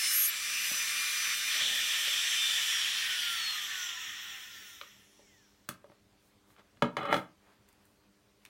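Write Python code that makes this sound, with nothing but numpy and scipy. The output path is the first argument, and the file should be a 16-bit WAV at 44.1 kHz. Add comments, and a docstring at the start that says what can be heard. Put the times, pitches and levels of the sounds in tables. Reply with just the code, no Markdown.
"""Nail drill on a desk

Close to a mono camera microphone in a small room, a nail drill whines: its bit grinds a nail briefly,
it runs free, then coasts to a stop, shaft tones and bearing noise sounding through shell and nose.
A switch snaps, the handpiece is knocked and slid into the cradle of its plastic box, and fingers tick.
The room answers the handling; mains hum and hiss lie underneath."""
import sys
import numpy as np
from scipy import signal
from scipy.fft import rfft, irfft, next_fast_len
from scipy.io import wavfile
from scipy.ndimage import uniform_filter1d

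SR = 44100
rng = np.random.default_rng(int(sys.argv[2]) if len(sys.argv) > 2 else 0)


def to_wav(sig):
    """Store sig (one row per channel, or 1-D mono) as 16-bit WAV at the path in sys.argv[1].

    Samples outside -1..1 are clipped; the rate is SR.
    """
    pcm = np.clip(np.atleast_2d(sig), -1, 1) * 32767
    pcm = np.round(pcm).astype(np.int16)
    wavfile.write(sys.argv[1], SR, pcm.T)  # frames by channels


N = 374409
T = np.arange(N) / SR

# Modes of the desk, the plastic box and the handpiece shell.
# Each row: frequency in Hz, relative level in dB, t60 in seconds before added damping.
DESK_MODES = [(55, -18, 0.1), (138, -1.5, 0.14), (180, -0.5, 0.11), (244.3, -2, 0.14), (320, -2, 0.13)]
BOX_MODES = [(433, -4, 0.061), (577, 2.5, 0.1), (787, 2.5, 0.017), (932, -5.5, 0.11)]
SHELL_MODES = [(1189, 6, 0.03), (1330, 6.5, 0.028), (1629, -3, 0.18), (1860, -5.5, 0.065),
               (2122, -1.5, 0.038), (2510, -8, 0.1), (2970, -3.5, 0.024), (3420, -7, 0.12),
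               (3990, -9, 0.039)]


def amp(db):
    """Decibels to amplitude."""
    return np.exp(np.asarray(db) * (np.log(10) / 20))


def unit(x):
    """x at rms 1."""
    return x / np.sqrt(np.mean(x ** 2) + 1e-20)


def along(points, hz):
    """Read (Hz, value) points on a log axis."""
    f, v = np.transpose(points)
    return np.interp(np.log(hz + 1), np.log(f + 1), v)


def curves(rows):
    """One value per sample for each column after the time."""
    s, *cols = np.transpose(rows)
    return [np.interp(T, s, c) for c in cols]


def bump(s, width):
    """A bell-shaped envelope centred on s."""
    return np.exp(-.5 * ((T - s) / width) ** 2)


def wobble(rate, size=N):
    """A random curve, rate knots a second."""
    knots = rng.standard_normal(int(size * rate / SR) + 2)
    return np.interp(T[:size] * rate, np.arange(len(knots)), knots)


def filtered(x, response):
    """x times a response of frequency."""
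    m = next_fast_len(len(x) + 8192)
    return irfft(rfft(x, m) * response(np.fft.rfftfreq(m, 1 / SR)), m)[:len(x)]


def coloured(x, spectrum):
    """x through a spectrum that keeps white noise at its level."""
    scale = np.sqrt(np.mean(amp(along(spectrum, np.linspace(0, SR / 2, 4096))) ** 2))
    return filtered(x, lambda hz: amp(along(spectrum, hz)) / scale)


def band(lo_hz, hi_hz, size=N):
    """Noise of rms 1 with soft band edges."""
    edges = lambda f: 1 / np.sqrt((1 + (lo_hz / (f + 1)) ** 4) * (1 + (f / hi_hz) ** 4))
    return unit(filtered(rng.standard_normal(size), edges))


def patchy(spread_db):
    """White noise with patches of random gain."""
    z = signal.stft(rng.standard_normal(N + 512), nperseg=512)[2]
    field = uniform_filter1d(uniform_filter1d(rng.standard_normal(z.shape), 6, 0), 8, 1)
    return unit(signal.istft(z * amp(spread_db * unit(field)), nperseg=512)[1][:N])


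def scattered(multiples, trend, spread_db=3.5):
    """Rows (multiple, dB, ..) lying at random about a trend."""
    k, *cols = np.transpose(trend)
    db = np.transpose([np.interp(multiples, k, c) for c in cols])
    return np.c_[multiples, db + spread_db * rng.standard_normal((len(multiples), 1))]


def order(multiple, db, speed, flicker_db=3.5):
    """A flickering sine locked to the shaft, muted above about 16 kHz; db is its rms."""
    turns = np.cumsum(speed) / SR
    heard = multiple * speed < SR / 2.7
    level = np.sqrt(2) * amp(db + flicker_db * wobble(9, len(speed)))
    return heard * level * np.sin(2 * np.pi * (multiple * turns + rng.random()))


def shaft_tones(speed, stages_hz):
    """The whine: tones at multiples of the shaft speed, their balance shifting as it slows."""
    # Prominent orders, and the trend of the rest. Each row: multiple, relative dB at each stage.
    prominent = [(1, -22, -34, -33), (2, -30, -25, -47), (3, -28, -16, -24), (4, -22, -22, -23),
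                 (5, -30, -40, -24), (6, -21, -33, -27), (7, -31, -32, -24), (8, -23, -23, -33),
                 (9, -19, -27, -29), (10, -12, -15, -30), (11, -23, -21, -33), (12, -20, -22, -47),
                 (21, -20, -17, -20), (33, -18, -18, -23), (35, -15, -15, -25), (37, -21, -21, -21),
                 (42, -19, -19, -22), (43, -15, -15, -22), (49, -22, -22, -22), (55, -20, -20, -20)]
    trend = [(13, -25, -24, -35), (26, -24, -22, -35), (28, -20, -20, -35), (45, -22, -22, -30),
             (47, -27, -27, -26), (80, -27, -27, -25), (96, -33, -33, -33)]
    # A part turning at a third of the shaft speed. Each row: multiple, relative dB.
    third_trend = [(8.3, -26), (11.3, -26), (12.3, -20), (19.7, -22), (21, -28), (26.7, -28)]
    # The 10th order swells and recedes. Each row: time in seconds, change in dB.
    whistle = [(.3, -0.5), (.65, 1.5), (.9, 0), (1.25, 5.5), (1.7, -2), (2, -7.5), (2.7, -7), (3.3, 3.5),
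               (3.5, 6.5), (3.75, -11)]
    others = np.setdiff1d(np.arange(trend[0][0], trend[-1][0] + 1), [row[0] for row in prominent])
    tones, end = np.zeros(N), len(speed)
    for k, *stage_db in [*prominent, *scattered(others, trend)]:
        db = np.interp(speed, stages_hz[::-1], stage_db[::-1])
        if k == 10:
            db += curves(whistle)[0][:end]
        tones[:end] += order(k, db, speed)
    fast = np.clip((speed - 500) / 60, 0, 1)
    last = np.count_nonzero(fast)
    for k, db in scattered([n / 3 for n in range(25, 81) if n % 3], third_trend):
        tones[:last] += fast[:last] * order(k, db, speed[:last], flicker_db=4)
    return tones


def drill():
    """Bearing noise and shaft tones shake the shell, the nose and the air around the bit."""
    # The shaft: loaded by the nail, free, turned down. Each row: time in seconds, turns a second.
    shaft_speed = [(0, 585.8), (.15, 581.7), (.27, 583.1), (.51, 595.6), (.69, 599), (2.1, 600.6),
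                   (2.31, 598), (2.49, 592.5), (2.67, 576.3), (2.85, 549.5), (3.03, 516.1), (3.39, 445.4),
                   (4.35, 264.7), (4.83, 178.6), (5.22, 112.4), (5.45, 76.6), (5.75, 30)]
    # Shaft speeds in Hz of three stages: full, slowing, slow.
    stages_hz = [550, 400, 250]
    # Lift of tones over noise. Each row: dB at each stage; first for shell and nose, then for hiss.
    lift = [
        [0, 0, 0],
        [0, 5, 9.5],
    ]
    # The level falls with speed. Each row: shaft Hz, then shell, nose and hiss in dB.
    rundown = [(45, -83, -80, -78.5), (99, -72, -73.5, -73), (134, -70.5, -73, -73), (166, -60, -66.5, -72),
               (192, -55.5, -59.5, -65), (266.4, -46, -55, -58.5), (325, -42.5, -50.5, -57),
               (420, -42, -46.5, -55.5), (500, -34, -45.5, -48.5), (600, -33, -43, -43.5)]
    # The hand turns the drill. Each row: time in seconds, change of shell, nose and hiss in dB.
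    hold = [(0, -4, 1, 1.5), (.11, -4.5, -2, 3.5), (.31, -6, -5, -3), (.52, -6, -.5, -1), (.99, -3, -.5, 2),
            (1.31, -2.5, -0.5, -1.5), (1.39, -4, -1.5, 0), (1.67, -.5, 0.5, -1.5), (2.01, 0.5, 1.5, -1)]
    # Each row: time in seconds, share held low over the desk from 0 to 1.
    lowering = [(0, 0), (1.5, 0), (1.64, 1), (5.75, 1)]
    # Spectra of the radiating parts. Each row: frequency in Hz, relative level in dB.
    shell_raised = [(350, -62.5), (600, -28), (919, -22.5), (1180, -4.5), (1500, -2.5), (1740, 1.5),
                    (2390, 3.5), (2590, 1), (3480, 0.5), (3760, -1), (5000, -5), (6500, -78), (11000, -120)]
    shell_lowered = [(350, -71.5), (600, -32.5), (833, -26.5), (1360, -11), (1560, -11), (1850, 0),
                     (2080, -8.5), (2330, -3.5), (2780, -3.5), (3070, 2.5), (3480, 1.5), (3830, -6.5),
                     (5000, -18), (6500, -65.5), (11000, -120)]
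    shell_coasting = [(350, -54), (600, -50), (769, -13), (943, -24), (1010, -6), (1100, -12), (1390, -2.5),
                      (1650, -2.5), (1820, 9), (2210, -0.5), (3440, 6.5), (4500, -14.5), (5000, -46),
                      (6500, -66), (11000, -120)]  # only its hollows ring
    metal_nose = [(2880, -24), (4900, -6.5), (5230, 3.5), (5660, 6), (5880, 3.5), (6170, 5), (6340, -6.5),
                  (6600, 0.5), (7650, -2), (8790, -14.5), (9300, -23), (12100, -49.5), (20500, -120)]
    fast_hiss = [(5180, -30), (8800, 3), (9690, 3.5), (10400, 0.5), (11400, 2.5), (13200, -1.5),
                 (14900, -4.5), (15900, -1.5)]
    slow_hiss = [(5180, -51.5), (8800, -16), (9200, 2.5), (10200, -1), (12700, 1), (13800, 4), (15100, 4.5),
                 (15900, 7.5)]
    # The 21st order sings out twice. Each row: centre and width in seconds, level in dB.
    late_whine = [(4.57, 0.085, -64), (5.337, 0.092, -71.5)]

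    stop_s = 5.66
    end = round(stop_s * SR)
    shaft = curves(shaft_speed)[0]
    speed = shaft[:end]
    hz, *fall_db = np.transpose(rundown)
    shell_db, nose_db, hiss_db = (np.interp(shaft, hz, db) + held
                                  for db, held in zip(fall_db, curves(hold)))
    body_lift_db, air_lift_db = (np.interp(shaft, stages_hz[::-1], row[::-1]) for row in lift)

    tones = shaft_tones(speed, stages_hz)
    gliding = np.clip((590 - shaft) / 60, 0, 1)
    tones = (1 - gliding) * tones + gliding * resonances(tones)
    bearings = patchy(spread_db=1.5) * amp(0.13 * wobble(24.93))
    shake = bearings + amp(body_lift_db) * tones
    stir = bearings + amp(air_lift_db) * tones

    low = curves(lowering)[0]
    slow = np.clip((480 - shaft) / 140, 0, 1)
    shell = np.sqrt(1 - low) * coloured(shake, shell_raised)
    shell += np.sqrt(low * (1 - slow)) * coloured(shake, shell_lowered)
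    shell += np.sqrt(slow) * coloured(shake, shell_coasting)
    air = np.sqrt(1 - slow) * coloured(stir, fast_hiss) + np.sqrt(slow) * coloured(stir, slow_hiss)
    out = amp(shell_db) * shell + amp(nose_db) * coloured(shake, metal_nose)
    out += amp(hiss_db + 0.99 * wobble(12)) * air
    whine = sum(amp(db) * bump(s, width) for s, width, db in late_whine)
    out[:end] += whine[:end] * order(21, 0, speed, flicker_db=1.5)
    return out * (T < stop_s) + grinding(speed) + rasp_swells(bearings)


def resonances(x, ripple_db=4, step_hz=250):
    """Gliding tones flare and sink through broad peaks and many small, random treble resonances."""
    # Each row: frequency in Hz, gain in dB.
    peaks = [(500, -8), (750, 2), (1100, -2), (1300, 6), (1480, 8), (1650, -4), (3600, -7), (4300, -1),
             (4700, -5), (5300, 0), (6000, -3), (8000, 0), (16000, 1)]
    knots = rng.standard_normal(int(SR / 2 / step_hz) + 2)
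    ripple = lambda hz: np.clip(hz / 4000, 0, 1) * np.interp(hz / step_hz, np.arange(len(knots)), knots)
    return filtered(x, lambda hz: amp(along(peaks, hz) + ripple_db * ripple(hz)))


def grinding(speed):
    """The flutes of the bit strike the nail in step with the shaft and throw off dust."""
    # Each row: time in seconds, then low, middle and high flute tones and dust hiss in dB.
    cut = [(0.0, -46, -50.5, -53.5, -46), (0.042, -37.5, -40.5, -53, -46.5), (0.15, -41.5, -34, -31.5, -38),
           (0.188, -49.5, -36, -30.5, -38.5), (0.26, -51.5, -30.5, -36.5, -39.5),
           (0.296, -53.5, -55, -35.5, -46), (0.31, -52, -60.5, -49, -61), (0.34, -58, -61, -56, -59.5)]
    # Each row: multiple of the shaft speed, dB relative to its group.
    flutes = [(5, -1.5), (7, -8), (9, -4), (10, -12), (11, -8), (12, -7.5), (13, -19), (15, -14.5),
              (16, 2.5), (17, -6), (18, -18.5), (19, -18.5), (20, -0.5), (21, -11.5), (22, -15.5),
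              (23, -16), (24, -15.5), (25, -9), (26, -21), (27, -18)]
    *group_db, dust_db = curves(cut)
    out, end = amp(dust_db) * band(6000, 15000), len(speed)
    for k, db in flutes:
        group = np.searchsorted([10.5, 18.5], k)
        out[:end] += amp(group_db[group][:end]) * order(k, db, speed)
    return out * np.clip((cut[-1][0] - T) / .03, 0, 1)


def background():
    """Hiss, wavering mains hum and, later, rustling hands and sleeves."""
    # Each row: frequency in Hz, level in dB (relative for the hiss).
    hiss_spectrum = [(12, -51.5), (20, -18.5), (44, -9), (101, -1), (172, -10), (203, 1.5), (227, -10),
                     (301, -6), (327, -10.5), (398, -8), (470, -11.5), (4280, -20), (15900, -32)]
    mains = [(48.4, -85), (199.2, -79), (301.5, -80), (398.4, -80.5), (500.6, -89.5), (592.2, -88)]
    # Each row: centre and width in seconds, dull and bright noise in dB.
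    rustles = [(6.263, 0.037, -95, -74), (6.512, 0.034, -75, -72.5), (6.594, 0.014, -60, -94.5),
               (6.682, 0.044, -76, -87.5), (7.492, .06, -67, -81.5), (7.69, 0.0069, -73.5, -73.5),
               (7.74, 0.087, -75, -102), (7.889, .08, -84, -78), (8.45, .05, -76.5, -78.5)]
    dull, bright = band(390, 1700), band(5000, 15000)
    hands = sum(bump(s, width) * (amp(dull_db) * dull + amp(bright_db) * bright)
                for s, width, dull_db, bright_db in rustles)
    hum = sum(np.sqrt(2) * amp(db + 1.5 * wobble(12)) * np.sin(2 * np.pi * (hz * T + rng.random()))
              for hz, db in mains)
    return amp(-68.5) * coloured(patchy(spread_db=1.8), hiss_spectrum) + hum + hands


def rasp_swells(noise):
    """Narrow bands of the rasp swell briefly as the hand turns."""
    # Each row: centre and width in seconds, centre and width in Hz, level in dB.
    swells = [(0.603, 0.14, 2630, 290, -46), (1.66, 0.025, 3860, 449, -43.5), (3.84, 0.038, 5980, 200, -46)]
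    out = 0
    for s, width, hz, width_hz, db in swells:
        narrow = unit(filtered(noise, lambda f: np.exp(-.5 * ((f - hz) / width_hz) ** 2)))
        out += amp(db) * bump(s, width) * narrow
    return out


def ring(modes, t, tilt_db=0):
    """A struck body: its modes decay from new strengths and phases, tilted by tilt_db an octave."""
    middle = np.mean([np.log2(hz) for hz, _, _ in modes])
    out = 0
    for hz, db, t60 in modes:
        gain = amp(db + tilt_db * (np.log2(hz) - middle) + rng.normal(0, 2.2))
        cycles = hz * t * rng.normal(1, 0.015) + rng.random()
        out += gain * amp(-60 * t / t60) * np.sin(2 * np.pi * cycles)
    return out


def contacts():
    """Soft bumps ring box and desk, knocks add the shell and a snap; fingers and switch tick dryly."""
    # Bumps of hand and cord. Each row: start in seconds, box and desk in dB.
    thumps = [(0.712, -47, -44), (1.269, -54.5, -52.5), (2.075, -47, -56.5), (5.193, -53, -69)]
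    # Each row: start in seconds, box, desk, shell and snap in dB, hand damping in dB per 10 ms.
    knocks = [(4.813, -50, -77.5, -45, -70, 7.5), (5.689, -44.5, -35.5, -38.5, -26, 4.5),
              (5.843, -47.5, -62, -63, -86, 8), (5.898, -52, -47, -64, -85, 11),
              (5.918, -59, -75, -65, -90, 7), (6.504, -78, -72, -65, -76.5, 7),
              (6.563, -77, -68, -62, -81, 1), (6.593, -65.5, -70, -57, -85, 3),
              (6.771, -70, -54.5, -61.5, -76, 6), (6.822, -22, -19.5, -26.5, -61.5, 0.9),
              (6.968, -29, -41, -30.5, -58.5, 3), (7.031, -35.5, -48.5, -43, -62, 4.5),
              (7.054, -38.5, -51.5, -42.5, -65, -1.5), (7.127, -17.5, -31.5, -26.5, -44.5, 7),
              (7.142, -25.5, -32, -23, -45, 13), (7.165, -44.5, -26, -34.5, -49.5, 3)]
    # Each row: start in seconds, bright and dull noise in dB.
    finger_ticks = [(7.6884, -56, -65), (7.7283, -60, -71), (7.8535, -57.5, -76), (8.4515, -47, -46),
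                    (8.4614, -62.5, -49)]
    # The knob's switch, with the first knock: level in dB, band edges in Hz, t60 in seconds.
    switch = (-37, 1500, 3300, .018)
    out, t = np.zeros(N + SR), T[:SR // 3]
    rise = lambda seconds: 1 - np.exp(-t / seconds)
    decay = lambda t60: amp(-60 * t / t60)
    noise = lambda lo_hz, hi_hz: band(lo_hz, hi_hz, len(t))

    def add(s, sound):
        out[round(s * SR):][:len(t)] += sound

    for s, box_db, desk_db in thumps:
        thump = amp(box_db) * ring(BOX_MODES, t) + amp(desk_db) * ring(DESK_MODES, t)
        add(s, thump * rise(0.00077) * decay(0.063))
    for s, box_db, desk_db, shell_db, snap_db, damp_db in knocks:
        box = amp(box_db) * ring(BOX_MODES, t) * rise(0.0006)
        desk = amp(desk_db) * ring(DESK_MODES, t, tilt_db=0.5) * rise(0.0086)
        tilt_db = 0.5 + 0.18 * (shell_db - box_db)  # brighter as the shell outweighs the box
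        shell = ring(SHELL_MODES, t, tilt_db) * rise(0.00027) * decay(0.11)  # the grip shortens it
        shell += noise(890, 2700) * rise(.0006) * decay(0.027)
        damping = amp(-max(damp_db, 0) * t / .01)
        snap = amp(snap_db) * noise(2600, 14000) * rise(.0007) * decay(0.016)
        add(s, (box + desk + amp(shell_db) * shell) * damping + snap)
    for s, bright_db, dull_db in finger_ticks:
        tick = amp(bright_db) * noise(7000, 15000) + amp(dull_db) * noise(2500, 2200)
        add(s, tick * decay(.016))
    db, lo_hz, hi_hz, t60 = switch
    click = unit(filtered(noise(lo_hz, hi_hz), lambda f: 1 / (1 + (f / 5000) ** 6)))
    add(knocks[0][0], amp(db) * click * decay(t60))
    return out[:N]


def rubbed(modes, width_hz, top_hz):
    """Gritty noise through the resonances of a body."""
    body = lambda f: sum((-1) ** k * amp(db) * 1j * f * width_hz / (hz * hz - f * f + 1j * f * width_hz)
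                         for k, (hz, db, _) in enumerate(modes))
    grit = amp(3.6 * wobble(90)) * rng.standard_normal(N)
    return unit(filtered(grit, lambda f: body(f) / (1 + (f / top_hz) ** 6)))


def slides():
    """Uneven friction: a hand shifts the box on the desk; later the handpiece slides into its cradle."""
    # The box shifts: peak in dB, rise and fall in dB a second.
    shift = (-52, 150, 95)
    # Each row: time in seconds, then box, shell and scrape in dB.
    cradle = [(6.975, -29, -25, -57), (6.985, -36, -40, -68.5), (7.015, -47, -42.5, -73.5),
              (7.09, -44, -37, -73), (7.115, -34, -34, -61.5), (7.133, -27, -31, -54),
              (7.171, -52.5, -49.5, -56), (7.28, -71, -68, -90.5)]
    box = rubbed(DESK_MODES + BOX_MODES, width_hz=45, top_hz=1100)
    shell = rubbed(SHELL_MODES, width_hz=70, top_hz=4300)
    peak_db, rise_db, fall_db = shift
    peak_s = 1.654
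    drag = box * amp(peak_db - np.maximum(rise_db * (peak_s - T), fall_db * (T - peak_s)))
    box_db, shell_db, scrape_db = curves(cradle)
    slide = amp(box_db) * box + amp(shell_db) * shell + amp(scrape_db) * band(5400, 13000)
    gate = np.clip(np.minimum(T - cradle[0][0], cradle[-1][0] - T) / .01, 0, 1)
    return drag + gate * slide


def room(x):
    """The small room's answer, its treble dying first."""
    # Each row: frequency in Hz, t60 in seconds.
    decay_times = [(150, .3), (1000, 0.25), (4000, 0.19), (12000, 0.14)]
    hz, t, z = signal.stft(rng.standard_normal(SR // 2), SR, nperseg=256)
    tail = signal.istft(z * amp(-60 * t / along(decay_times, hz)[:, None]), SR, nperseg=256)[1]
    return signal.fftconvolve(np.pad(x, (250, 0)), tail / np.linalg.norm(tail))[:N]


def scene():
    """Drill, handling and background at the microphone, the same on both channels."""
    handling = contacts() + slides()
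    handling += amp(-7) * room(handling)
    # Small bodies radiate no deep bass.
    handling = filtered(handling, lambda hz: 1 / (1 + (45 / (hz + 1)) ** 4))
    mono = drill() + handling + background()
    return np.array([mono, mono])


def record(dry):
    """The camera keeps nothing above its band limit."""
    return np.array([filtered(side, lambda hz: hz < 15830) for side in dry])


dry = scene()
out = record(dry)
to_wav(out)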